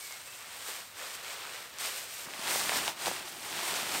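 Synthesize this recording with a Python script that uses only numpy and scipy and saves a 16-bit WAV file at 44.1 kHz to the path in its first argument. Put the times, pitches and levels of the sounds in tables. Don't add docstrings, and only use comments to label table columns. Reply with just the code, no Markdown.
import sys
import numpy as np
from scipy import signal
from scipy.fft import rfft, irfft, next_fast_len
from scipy.io import wavfile

SR = 44100
rng = np.random.default_rng(int(sys.argv[2]) if len(sys.argv) > 2 else 0)


def pcm_store(signal):
    levels = np.round(np.clip(np.atleast_2d(signal), -1, 1) * 32767)
    wavfile.write(sys.argv[1], SR, levels.astype(np.int16).T)


N = 176400
T = np.arange(N) / SR


def stuffing_sack(body_trim_db=-1.5, hiss_trim_db=0.46, bass_trim_db=-2):
    # time in seconds, then body, hiss and bass levels in dB, before the trims are added.
    loudness = [(2.264, -46, -51.5, -56), (2.408, -41.5, -46.0, -64), (2.48, -33.5, -37.5, -48),
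                (2.54, -34.0, -32.5, -51), (2.648, -37.0, -37.5, -51), (2.744, -33, -37.0, -49.5),
                (2.768, -33, -34.0, -46), (2.804, -35, -39, -46.5), (2.888, -36, -39.5, -55),
                (2.948, -48, -55.5, -61.0), (3.008, -40.5, -44.0, -63), (3.08, -34, -37, -42.5),
                (3.104, -40.0, -41.5, -47), (3.164, -39.5, -44.5, -57.5), (3.248, -43.5, -50.5, -56.5),
                (3.296, -44.5, -44, -65), (3.308, -46.5, -48.5, -56), (3.404, -47, -48.5, -60.5),
                (3.44, -42, -46, -57), (3.488, -42.5, -44.5, -60), (3.536, -38.5, -43.5, -53),
                (3.692, -35, -37.5, -56.5), (3.74, -36, -40.5, -49.5), (3.764, -35, -37.5, -53.5),
                (3.848, -38, -42.5, -53), (3.908, -37.5, -41.0, -52), (3.956, -33.5, -36.5, -48),
                (4.0, -37, -38.0, -53)]
    # frequency in Hz, gain in dB.
    tone = [(30, -40), (55, -19), (103, -15.5), (187, -8), (270, -7), (365, -3), (470, -7), (600, -2.5),
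            (780, -0.5), (1100, -2), (1700, -2.5), (2900, -3), (4700, -5), (6850, -7.5), (8600, -5),
            (9600, -7.5), (10300, -14), (11300, -14), (13600, -10.5), (15500, -17)]
    body_db, hiss_db, bass_db = curves(loudness)
    rub = slips(per_s=4000, friction_db=2.5, flutter_hz=45)
    rub += from_db(-10.5) * crinkles(per_s=700, spread_db=3)
    below_hiss, hiss = split(colour(rub, tone), hz=4320, order=2)
    bass, body = split(below_hiss, hz=362, order=3)
    return (at_level(body, body_db + body_trim_db)
            + at_level(hiss, hiss_db + hiss_trim_db)
            + at_level(bass, bass_db + bass_trim_db))


def gathering_net(body_trim_db=-0.32, hiss_trim_db=0.9):
    # time in seconds, then body and hiss levels in dB, before the trims are added.
    loudness = [(0.0, -53, -48), (0.06, -52, -46.0), (0.144, -48, -49.5), (0.24, -53.5, -52),
                (0.276, -50.5, -49.5), (0.3, -51.5, -52.5), (0.348, -51, -49.0), (0.444, -49.0, -52.5),
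                (0.624, -47.5, -47.5), (0.684, -43.5, -42.0), (0.804, -46.5, -48), (0.84, -52.5, -51.5),
                (0.936, -54.5, -57.0), (0.984, -46.0, -49), (1.032, -42.5, -46.5), (1.116, -46.5, -48),
                (1.152, -44.5, -44.5), (1.188, -47, -52.5), (1.296, -43.0, -46.5), (1.392, -44.5, -50),
                (1.476, -44, -50), (1.608, -45.5, -49.5), (1.692, -51.5, -55.5), (1.776, -48.5, -54.5),
                (1.8, -43.0, -40.5), (1.848, -38, -39), (1.932, -43.0, -43.5), (1.98, -43.5, -41),
                (2.076, -48.5, -49.5), (2.124, -47.5, -45), (2.208, -46, -44.5), (2.252, -47, -45.5)]
    # frequency in Hz, gain in dB.
    tone = [(90, -32), (150, -20), (200, -17.5), (310, -10.5), (450, -3.5), (560, -1), (720, -3),
            (1100, -1), (1850, 0), (3000, -1), (4650, -3), (6700, -6), (8500, -2.5), (9600, -7.5),
            (10200, -14), (11200, -12.5), (12800, -8), (14100, -10.5), (15500, -15.5)]
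    body_db, hiss_db = curves(loudness)
    rub = slips(per_s=5000, friction_db=2, flutter_hz=39)
    rub += from_db(-11.5) * crinkles(per_s=700, spread_db=4)
    body, hiss = split(colour(rub, tone), hz=4320, order=2)
    return at_level(body, body_db + body_trim_db) + at_level(hiss, hiss_db + hiss_trim_db)


def slips(per_s, friction_db, flutter_hz, flutter_db=0.58):
    clicks = at_level(random_clicks(per_s, spread_db=3, max_spreads=3.6))
    friction = from_db(friction_db) * rng.standard_normal(N)
    flutter = from_db(flutter_db * drift(flutter_hz))
    return at_level((clicks + friction) * flutter)


def crinkles(per_s, spread_db, pitch_count=14):
    clicks = random_clicks(per_s, spread_db, max_spreads=3)
    pitch_choice = rng.integers(0, pitch_count, N)
    out = np.zeros(N)
    for k, hz in enumerate(np.linspace(1220, 14100, pitch_count)):
        b, a = signal.iirpeak(hz, Q=3, fs=SR)
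        out += signal.lfilter(b, a, clicks * (pitch_choice == k) + 1e-18) / np.sqrt(hz)
    return at_level(out)


def fold_snaps():
    # start in seconds, peak level in dB, centre frequency in Hz.
    snaps = [(0.1240, -25.5, 6500), (1.786, -24, 6000), (1.870, -22, 5500), (2.337, -27, 2370),
             (2.4055, -32, 2600), (2.509, -33, 2000), (2.6943, -14, 2100), (2.879, -12.8, 2850),
             (3.0598, -17.5, 3300), (3.1642, -24.5, 2200), (3.5278, -25.5, 2380), (3.614, -28, 2500),
             (3.7405, -18, 3400), (3.8013, -29, 1600)]
    return pops(snaps, q=1.05, shiver_db=-23, fade_s=0.003)


def soft_knocks():
    # start in seconds, peak level in dB, centre frequency in Hz.
    knocks = [(0.688, -35, 484), (2.272, -44, 170), (2.286, -33, 950), (2.392, -40, 230), (2.558, -23, 656),
              (2.6945, -28.5, 605), (2.719, -21, 750), (2.735, -25, 900), (2.756, -33, 950),
              (2.8805, -23.5, 800), (3.071, -21.5, 895), (3.0805, -22, 620), (3.1137, -26, 680),
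              (3.594, -36, 900), (3.952, -36, 750)]
    return pops(knocks, q=1.2, shiver_db=-18, fade_s=0.0048)


def pops(rows, q, shiver_db, fade_s):
    out, t = np.zeros(N + SR), T[:SR // 8]
    impulse = (t == 0) + 1e-18
    for start_s, db, hz in rows:
        angle = 2 * np.pi * hz / SR
        damping = np.sin(angle) / (2 * q)
        b, a = [1, 0, -1], [1 + damping, -2 * np.cos(angle), 1 - damping]
        jerk = signal.lfilter(b, a, signal.lfilter(b, a, impulse))
        noise = signal.lfilter(b, a, rng.standard_normal(len(t)))
        shiver = at_level(noise, shiver_db) * np.exp(-t / fade_s)
        i = int(start_s * SR)
        out[i:i + len(t)] += from_db(db) * (jerk / np.abs(jerk).max() + shiver)
    return out[:N]


def distant_bird(waver_hz=14, edge_s=0.01, echo_s=0.84, echo_db=-5):
    # start in seconds, length in seconds, pitch in Hz, pitch glide in Hz, level in dB.
    notes = [(0.0, 0.074, 2270, -20, -53), (0.055, 0.11, 2152, 2, -54.5), (0.272, .04, 2605, 24, -52),
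             (0.297, .055, 2730, -20, -58.5)]
    song, waver = np.zeros(N), waver_hz * drift(60)
    for start_s, length_s, hz, glide_hz, db in notes:
        age = T - start_s
        pitch = hz + glide_hz * np.clip(age / length_s, 0, 1) + waver
        fade = np.clip(np.minimum(age, length_s - age) / edge_s, 0, 1)
        song += from_db(db) * fade * np.sqrt(2) * np.sin(2 * np.pi * np.cumsum(pitch) / SR)
    trees = rng.standard_normal(SR) * from_db(-60 * T[:SR] / echo_s)
    echo = signal.fftconvolve(song, trees / np.linalg.norm(trees))[:N]
    return song + from_db(echo_db) * echo


def forest_air():
    # frequency in Hz, gain in dB.
    tone = [(20, -32), (40, -11), (60, -4), (100, 1), (200, -4.5), (500, -11), (1500, -1), (5000, -21.5),
            (15000, -11.5)]
    return at_level(colour(rng.standard_normal(N), tone), db=-57.5)


def random_clicks(per_s, spread_db, max_spreads):
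    sizes_db = spread_db * np.minimum(rng.exponential(1, N), max_spreads)
    signs = rng.choice([-1, 1], N)
    return from_db(sizes_db) * signs * (rng.random(N) < per_s / SR)


def drift(hz, step=40, warm_up=2000):
    pole = np.exp(-2 * np.pi * hz * step / SR)
    noise = rng.standard_normal(N // step + warm_up + 2)
    slow = signal.lfilter([1], [1, -2 * pole, pole * pole], noise)[warm_up:]
    return np.interp(np.arange(N) / step, np.arange(len(slow)), at_level(slow))


def colour(x, tone):
    size = next_fast_len(N + SR // 4, True) // 2 * 2
    hz, db = np.transpose(tone)
    grid_hz = np.maximum(np.arange(size // 2 + 1) * SR / size, 1)
    gain = from_db(np.interp(np.log(grid_hz), np.log(hz), db))
    gain *= grid_hz / np.hypot(grid_hz, hz[0] / 2)
    cepstrum = irfft(np.log(gain))
    cepstrum[1:size // 2] *= 2
    cepstrum[size // 2 + 1:] = 0
    return irfft(rfft(x, size) * np.exp(rfft(cepstrum)))[:N]


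def split(x, hz, order):
    low = signal.sosfiltfilt(signal.butter(order, hz, fs=SR, output="sos"), x)
    return low, x - low


def curves(rows):
    times, *columns = np.transpose(rows)
    return [np.interp(T, times, column) for column in columns]


def at_level(x, db=0):
    return from_db(db) * x / np.sqrt(np.mean(x ** 2) + 1e-20)


def from_db(db):
    return 10 ** (np.asarray(db) / 20)


def scene(sack_from_s=2.255, blend_s=0.012):
    sack_share = np.clip((T - sack_from_s) / blend_s + 0.5, 0, 1)
    rustle = np.sqrt(1 - sack_share) * gathering_net() + np.sqrt(sack_share) * stuffing_sack()
    mix = rustle + fold_snaps() + soft_knocks() + forest_air() + distant_bird()
    return np.tile(mix, (2, 1))


def record(dry, cutoff_hz=15750):
    return signal.sosfilt(signal.ellip(12, 0.1, 80, cutoff_hz, fs=SR, output="sos"), dry)


dry = scene()
out = record(dry)
pcm_store(out)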